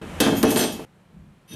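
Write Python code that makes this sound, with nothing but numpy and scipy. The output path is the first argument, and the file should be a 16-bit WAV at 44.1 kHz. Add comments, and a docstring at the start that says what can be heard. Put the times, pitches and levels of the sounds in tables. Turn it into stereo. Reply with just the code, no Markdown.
"""Two steel bars slide, then drop and clatter inside a cut-open plastic drum in a quiet workshop.
The flat bar lands first, the angle bar next: each impact cracks, rings the steel's modes and booms
the drum wall, while loose bolts jingle at the bars' ends. The ringing is cut off abruptly.
After a soft bump of the drum, a hand starts to drag one bar, and friction shakes steel and plastic."""
import sys
import numpy as np
from scipy import signal
from scipy.io import wavfile
from scipy.ndimage import uniform_filter1d

SR = 44100
rng = np.random.default_rng(int(sys.argv[2]) if len(sys.argv) > 2 else 0)


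def wav_out(sig):
    """Save sig, one row per channel (or a flat mono array), as 16-bit PCM at SR to the path in sys.argv[1]."""
    wavfile.write(sys.argv[1], SR, np.round(np.clip(np.atleast_2d(sig).T, -1, 1) * 32767).astype(np.int16))


N = 68355
TIME = np.arange(N) / SR
START_S, CUT_S = 0.0147, 0.851   # the clatter is heard between these times

# Each row: start in seconds, levels of crack, steel ring and drum boom in dB, contact cutoff in Hz.
FLAT_BAR_BLOWS = [(0.2025, -8.5, -15, -18, 13000), (0.2065, -7.5, -24.5, -10, 9400),
                  (0.236, -11.5, -24, -23.5, 3800), (0.259, -10, -27, -15.5, 1940),
                  (0.265, -4.5, -33.5, -7.5, 2000), (0.283, -4, -25, -12, 1615),
                  (0.322, -14, -21.5, -11.5, 1770)]
ANGLE_BAR_BLOWS = [(0.429, -10, -35, -17.5, 12000), (0.4325, -1.5, -18.5, -3.5, 1704),
                   (0.4405, -32, -19, -42.5, 2520), (0.469, -30.5, -23, -32, 3230),
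                   (0.514, -18, -24, -14, 2780), (0.560, -13, -19.5, -12.5, 5150),
                   (0.593, -26, -20.5, -20.5, 10330), (0.609, -16.5, -21.5, -19.5, 6800),
                   (0.629, -34, -27, -35, 6000), (0.638, -13.5, -40, -18.5, 5000),
                   (0.682, -36, -35, -26.5, 4500), (0.790, -50, -49, -27.5, 3500)]
def blows(rows, bar, drum, crack):
    """Impact excitation: a softer contact lasts longer and so dulls crack, ring and boom alike."""
    cutoff_share = 0.39   # the plastic yields, which lowers its cutoff
    snap = sum(low_pass(click(s, db), hz) for s, db, _, _, hz in rows)
    strike = sum(low_pass(click(s, db), hz) for s, _, db, _, hz in rows)
    push = sum(low_pass(click(s, db), hz * cutoff_share) for s, _, _, db, hz in rows)
    return excite(snap, crack) + excite(strike, bar) + excite(push, drum)

# Each row: mode frequency in Hz, relative level in dB.
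FLAT_BAR_MODES = [(2191, -5), (2612, 6.5), (3114, -0.5), (3168, 4), (3210, 2.5), (3321, 4), (3526, 2),
                  (4231, -5.5), (4708, -8.5), (5927, -4.5), (6325, -0.5), (6686, -6), (7075, -3.5),
                  (9781, -7), (10250, -6), (10835, 1.5)]
ANGLE_BAR_MODES = [(2207, -5.5), (2603, 3.5), (2907, 1), (3150, 2), (3300, -2.5), (3338, 0), (3521, -8.5),
                   (3690, 0.5), (4265, 3.5), (6325, 3.5), (7494, -1), (9964, 8)]
# Crowded modes and their echoes. Each row: frequency in Hz, relative density in dB, T60 in seconds.
STEEL_WASH = [(475, 25.5, 0.25), (900, -14, 0.19), (1508, 19.5, 0.24), (2130, -7, 0.63), (3340, 11, 0.41),
              (6000, 1, 0.57), (11700, -1.5, 0.57), (15300, -43.5, .14)]
def steel_bar(modes, t60, modes_db):
    """Free vibration: a struck bar's distinct modes ring within a wash of overlapping ones."""
    return stereo_noise(STEEL_WASH, dies=True) + from_db(modes_db) * ringing(modes, t60)

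# Each row: mode frequency in Hz, relative level in dB.
HELD_BAR_MODES = [(2649, -2), (3200, -3), (3284, 1.5), (3682, 2.5), (3800, -7), (6051, 1), (9539, 7.5),
                  (11250, 10), (11480, 8)]
def held_bar(crack):
    """Damping: a bar held in the hand rings briefly and at other pitches."""
    return crack + from_db(3) * ringing(HELD_BAR_MODES, t60=0.09)

# Each row: frequency in Hz, relative density in dB, T60 in seconds.
CRACK_SPECTRUM = [(201, -8.5, 0.014), (756, 12, 0.0073), (2300, -5, 0.089), (3400, 4, 0.013),
                  (4500, 1, 0.05), (12000, -1.5, 0.081), (15600, 5.5, 0.02)]
def contact_crack():
    """Impact transient: a brief contact radiates a broad band that dies quickly."""
    return stereo_noise(CRACK_SPECTRUM, dies=True)

# Each row: mode frequency in Hz, relative level in dB.
DRUM_MODES = [(108, -13), (164, -13.5), (227, -2.5), (240, -5), (275, -1.5), (291, 0.5), (340, -10),
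              (442, 4), (615, -3.5), (790, -6), (891, -3.5), (1178, -7.5)]
# Crowded modes and their echoes. Each row: frequency in Hz, relative density in dB, T60 in seconds.
DRUM_WASH = [(40, -44, 0.081), (80, -27.5, 0.95), (157, -14, 0.64), (245.4, -2, 0.93), (398, -2, 0.083),
             (536, -13.5, 0.75), (799, 2.5, 0.16), (1500, -28.5, 0.41), (4000, -37.5, 0.2)]
def drum_wall():
    """Shell resonance: the plastic wall's low modes build up quickly, then decay as a boom."""
    attack_s = 0.0023
    wash = from_db(-8.5) * stereo_noise(DRUM_WASH, dies=True)
    modes = from_db(-4.5) * ringing(DRUM_MODES, t60=0.46, spread_rad=0.25)
    return (wash + modes) * (1 - np.exp(-TIME / attack_s))

def near_node(drum, node_hz=464, depth=0.7):
    """Strike position: modes with a node near the contact are only weakly excited."""
    return drum - depth * signal.lfilter(*signal.iirpeak(node_hz, Q=2, fs=SR), drum)

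def bolt(heap, lead_hz):
    """Modal ringing: a small bolt has a cluster of high modes, one strongest, heard with its heap."""
    modes = [(lead_hz, 4)] + [(hz, 0) for hz in rng.uniform(5500, 13300, size=6)]
    return from_db(-1.5) * heap + ringing(modes, t60=0.22)

# Each row: start in seconds, length in seconds, level in dB, strongest mode in Hz.
JINGLES = [(0.347, 0.043, -26, 12600), (0.428, 0.044, -23, 11100), (0.479, 0.073, -27, 12240),
           (0.561, 0.11, -25.5, 8678)]
# Each row: start in seconds, level in dB, strongest mode in Hz.
CHINKS = [(0.368, -30.5, 13100), (0.478, -33, 10800), (0.507, -27, 12240), (0.5598, -27, 8678),
          (0.572, -22, 8678), (0.591, -24.5, 11464), (0.722, -38, 9400)]
# The heap's crowded modes. Each row: frequency in Hz, relative density in dB, T60 in seconds.
BOLT_WASH = [(1500, 11.5, 0.03), (3380, 10, 0.075), (6000, 2, 0.36), (8040, -2, 0.36), (11220, -8.5, 0.75),
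             (13480, -10, 0.129), (15900, -30, .08)]
def loose_bolts():
    """Rattling: bursts of small collisions make the bolts jingle; single knocks make them chink."""
    heap = stereo_noise(BOLT_WASH, dies=True)
    touches = grains(per_s=230, uneven_db=9)
    jingle = sum(excite(touches * from_db(db) * swell(s, length), steady(bolt(heap, hz)))
                 for s, length, db, hz in JINGLES)
    return jingle + sum(excite(click(s, db), bolt(heap, hz)) for s, db, hz in CHINKS)

# Each row: start and length in seconds, first and last level in dB, steel over drum in dB, cutoff in Hz.
SLIDES = [(0.0, 0.1, -34.5, -67.5, 5, 1950), (0.698, 0.15, -42.5, -58, 0.5, 3460),
          (1.477, 0.07, -75.5, -62, 28.5, 7800), (1.496, 0.053, -35, -17.5, -30, 163)]
def slides(bar, drum, after_cut):
    """Stick-slip friction: tiny slips of steel on plastic drive both the bar and the drum wall."""
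    slips = grains(per_s=2500, uneven_db=4)
    on_bar = on_drum = 0
    for s, length, first_db, last_db, steel_db, hz in events(SLIDES, after_cut):
        moving = (TIME >= s) * (TIME < s + length)
        level = from_db(np.interp(TIME, [s, s + length], [first_db, last_db]))
        force = low_pass(slips * moving * level, hz)
        on_drum += force
        on_bar += force * from_db(steel_db)
    return excite(on_bar, steady(bar)) + excite(on_drum, steady(drum))

# Each row: start in seconds, length in seconds, level in dB.
RUBS = [(-0.14, 0.95, -35.5), (0.72, 0.19, -44.5)]
# Each row: frequency in Hz, relative density in dB.
RUB_SPECTRUM = [(100, -6.5), (190, -25), (300, -13), (1000, -15), (2000, -21.5), (2650, -20), (4000, -34.5),
                (9000, -33.5), (10500, -30), (13000, -59)]
def rubbing():
    """Friction noise: steel hisses as it rubs, swelling and fading with each movement."""
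    return stereo_noise(RUB_SPECTRUM) * swells(RUBS)

# Each row: start in seconds, length in seconds, level in dB.
FLEXES = [(-0.1, .4, -39), (0.2, .28, -32), (0.68, .24, -45), (1.07, .3, -45)]
# Each row: frequency in Hz, relative density in dB.
FLEX_SPECTRUM = [(25, -7), (55, 0), (100, -8), (135, -5), (178, 4), (235, -16), (600, -40)]
def wall_flexing():
    """Bending of a thin wall radiates bass: a rumble for the clatter and a soft bump after it."""
    bass = stereo_noise(FLEX_SPECTRUM)
    return [bass * swells(events(FLEXES, after_cut)) for after_cut in (False, True)]

# Each row: frequency in Hz, relative density in dB.
ROOM_SPECTRUM = [(25, -6.5), (70, -12), (170, -1), (250, -12), (700, -15.5), (1800, -21.5), (2700, -25),
                 (5000, -35), (10500, -35.5), (14000, -50.5)]
def workshop():
    """Ambient noise: a faint, steady background, strongest in the bass."""
    return from_db(-55.5) * stereo_noise(ROOM_SPECTRUM)

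# Each row: frequency in Hz, left-right correlation, left minus right level in dB.
STEREO_FIELD = [(60, .96, .7), (200, .96, 1.3), (400, .9, 1.1), (700, .42, 3.4), (1400, .28, 3.2),
                (2800, .5, 1.6), (6000, .2, 1.3), (12000, .33, -.2)]
def stereo_noise(spectrum, dies=False):
    """Partial coherence: noise bands mix mid and side; if it dies, each falls 60 dB in its T60."""
    edges = 22 * 2 ** np.arange(0, 9.7, 0.4)
    white = rng.standard_normal((2, 2, N + 8000))
    out = power = 0
    for k, (low, high) in enumerate(zip(edges, edges[1:])):
        hz = np.sqrt(low * high)
        if not spectrum[0][0] / 2 < hz < spectrum[-1][0] * 2:
            continue
        band = signal.butter(2, [low, high], "band", fs=SR, output="sos")
        noises = signal.sosfilt(band, white[k % 2])[:, -N:]
        decay = from_db(-60 * TIME / at_hz(spectrum, hz, 2)) if dies else np.ones(N)
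        mid, side = [v * np.sqrt(np.sum(decay ** 2) / np.sum(v ** 2)) for v in noises * decay]
        alike = at_hz(STEREO_FIELD, hz)
        pair = np.sqrt((1 + alike) / 2) * mid + np.sqrt((1 - alike) / 2) * side * [[1], [-1]]
        gain = from_db(at_hz(spectrum, hz)) * np.sqrt(high - low)
        out += gain * pair * balance(hz)
        power += gain ** 2
    return out / np.sqrt(power)

def balance(hz):
    """Interaural level difference: left and right gains at one frequency."""
    return from_db(at_hz(STEREO_FIELD, hz, 2) / 2 * np.array([[1], [-1]]))

def ringing(modes, t60, spread_rad=1.2):
    """Superposition of damped sines: the first mode falls 60 dB in t60 seconds, higher ones sooner."""
    out = 0
    for hz, db in modes:
        decay = from_db(db - 60 * TIME / t60 * (hz / modes[0][0]) ** 0.45)
        ear_phase = spread_rad * rng.uniform(-1.05, 1) * np.array([[1], [-1]])
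        out += decay * balance(hz) * np.sin(2 * np.pi * hz * TIME + ear_phase)
    return out / np.sqrt(sum(from_db(db) ** 2 for _, db in modes) / 2)

def excite(force, body):
    """Linear response: the force is convolved with the body's impulse response."""
    return signal.fftconvolve(force[None], body, axes=1)[:, :N]

def steady(body):
    """Energy normalisation: a steady broadband force keeps its level through the body."""
    return body / np.sqrt(np.sum(body ** 2) / 2)

def low_pass(force, hz):
    """Contact compliance: a soft contact passes little treble."""
    return signal.sosfilt(signal.butter(2, hz, fs=SR, output="sos"), force + 1e-18)

def click(s, db):
    """An impulse: one contact."""
    return from_db(db) * (np.arange(N) == int(s * SR))

def grains(per_s, uneven_db):
    """Shot noise: random contacts of uneven strength, at rms 1."""
    contacts = (rng.random(N) < per_s / SR) * rng.choice([-1, 1], N)
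    force = contacts * from_db(uneven_db * np.clip(rng.standard_normal(N), -2, 2))
    return force / force.std()

def swell(s, length):
    """A half-sine envelope."""
    return np.sin(np.pi * np.clip((TIME - s) / length, 0, 1))

def swells(rows):
    """Superposed envelopes, one for each movement."""
    return sum(from_db(db) * swell(s, length) for s, length, db in rows)

def events(rows, after_cut):
    """The rows that start on one side of the cut."""
    return [row for row in rows if (row[0] >= CUT_S) == after_cut]

def at_hz(table, hz, col=1):
    """Interpolation of one column on a log-frequency axis."""
    table = np.array(table)
    return np.interp(np.log(hz), np.log(table[:, 0]), table[:, col])

def from_db(db):
    """Decibels to amplitude ratio."""
    return 10 ** (np.asarray(db) / 20)

def scene():
    """Superposition: the clatter up to its abrupt end, then quiet handling, over the workshop's noise."""
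    flat = steel_bar(FLAT_BAR_MODES, t60=0.68, modes_db=-5)
    angle = steel_bar(ANGLE_BAR_MODES, t60=0.38, modes_db=-3.5)
    crack = contact_crack()
    rumble, bump = wall_flexing()
    held = held_bar(crack)
    drum = drum_wall()
    clatter = blows(FLAT_BAR_BLOWS, flat, near_node(drum), crack)
    clatter += blows(ANGLE_BAR_BLOWS, angle, drum, crack)
    clatter += loose_bolts() + rubbing() + slides(angle, drum, after_cut=False) + rumble
    handling = bump + slides(held, drum, after_cut=True)
    gate = uniform_filter1d(1.0 * (TIME > START_S) * (TIME < CUT_S), size=64)
    return clatter * gate + handling + workshop()

def record(dry):
    """Band limiting and saturation: the deepest bass falls away, peaks are rounded, the top is cut."""
    low_hz, high_hz, ceiling = 30, 16800, 0.41
    thinned = signal.sosfilt(signal.butter(2, low_hz, "high", fs=SR, output="sos"), dry)
    rounded = ceiling * np.tanh(thinned / ceiling)
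    return signal.sosfilt(signal.cheby2(12, 70, high_hz, fs=SR, output="sos"), rounded)

dry = scene()
out = record(dry)
wav_out(out)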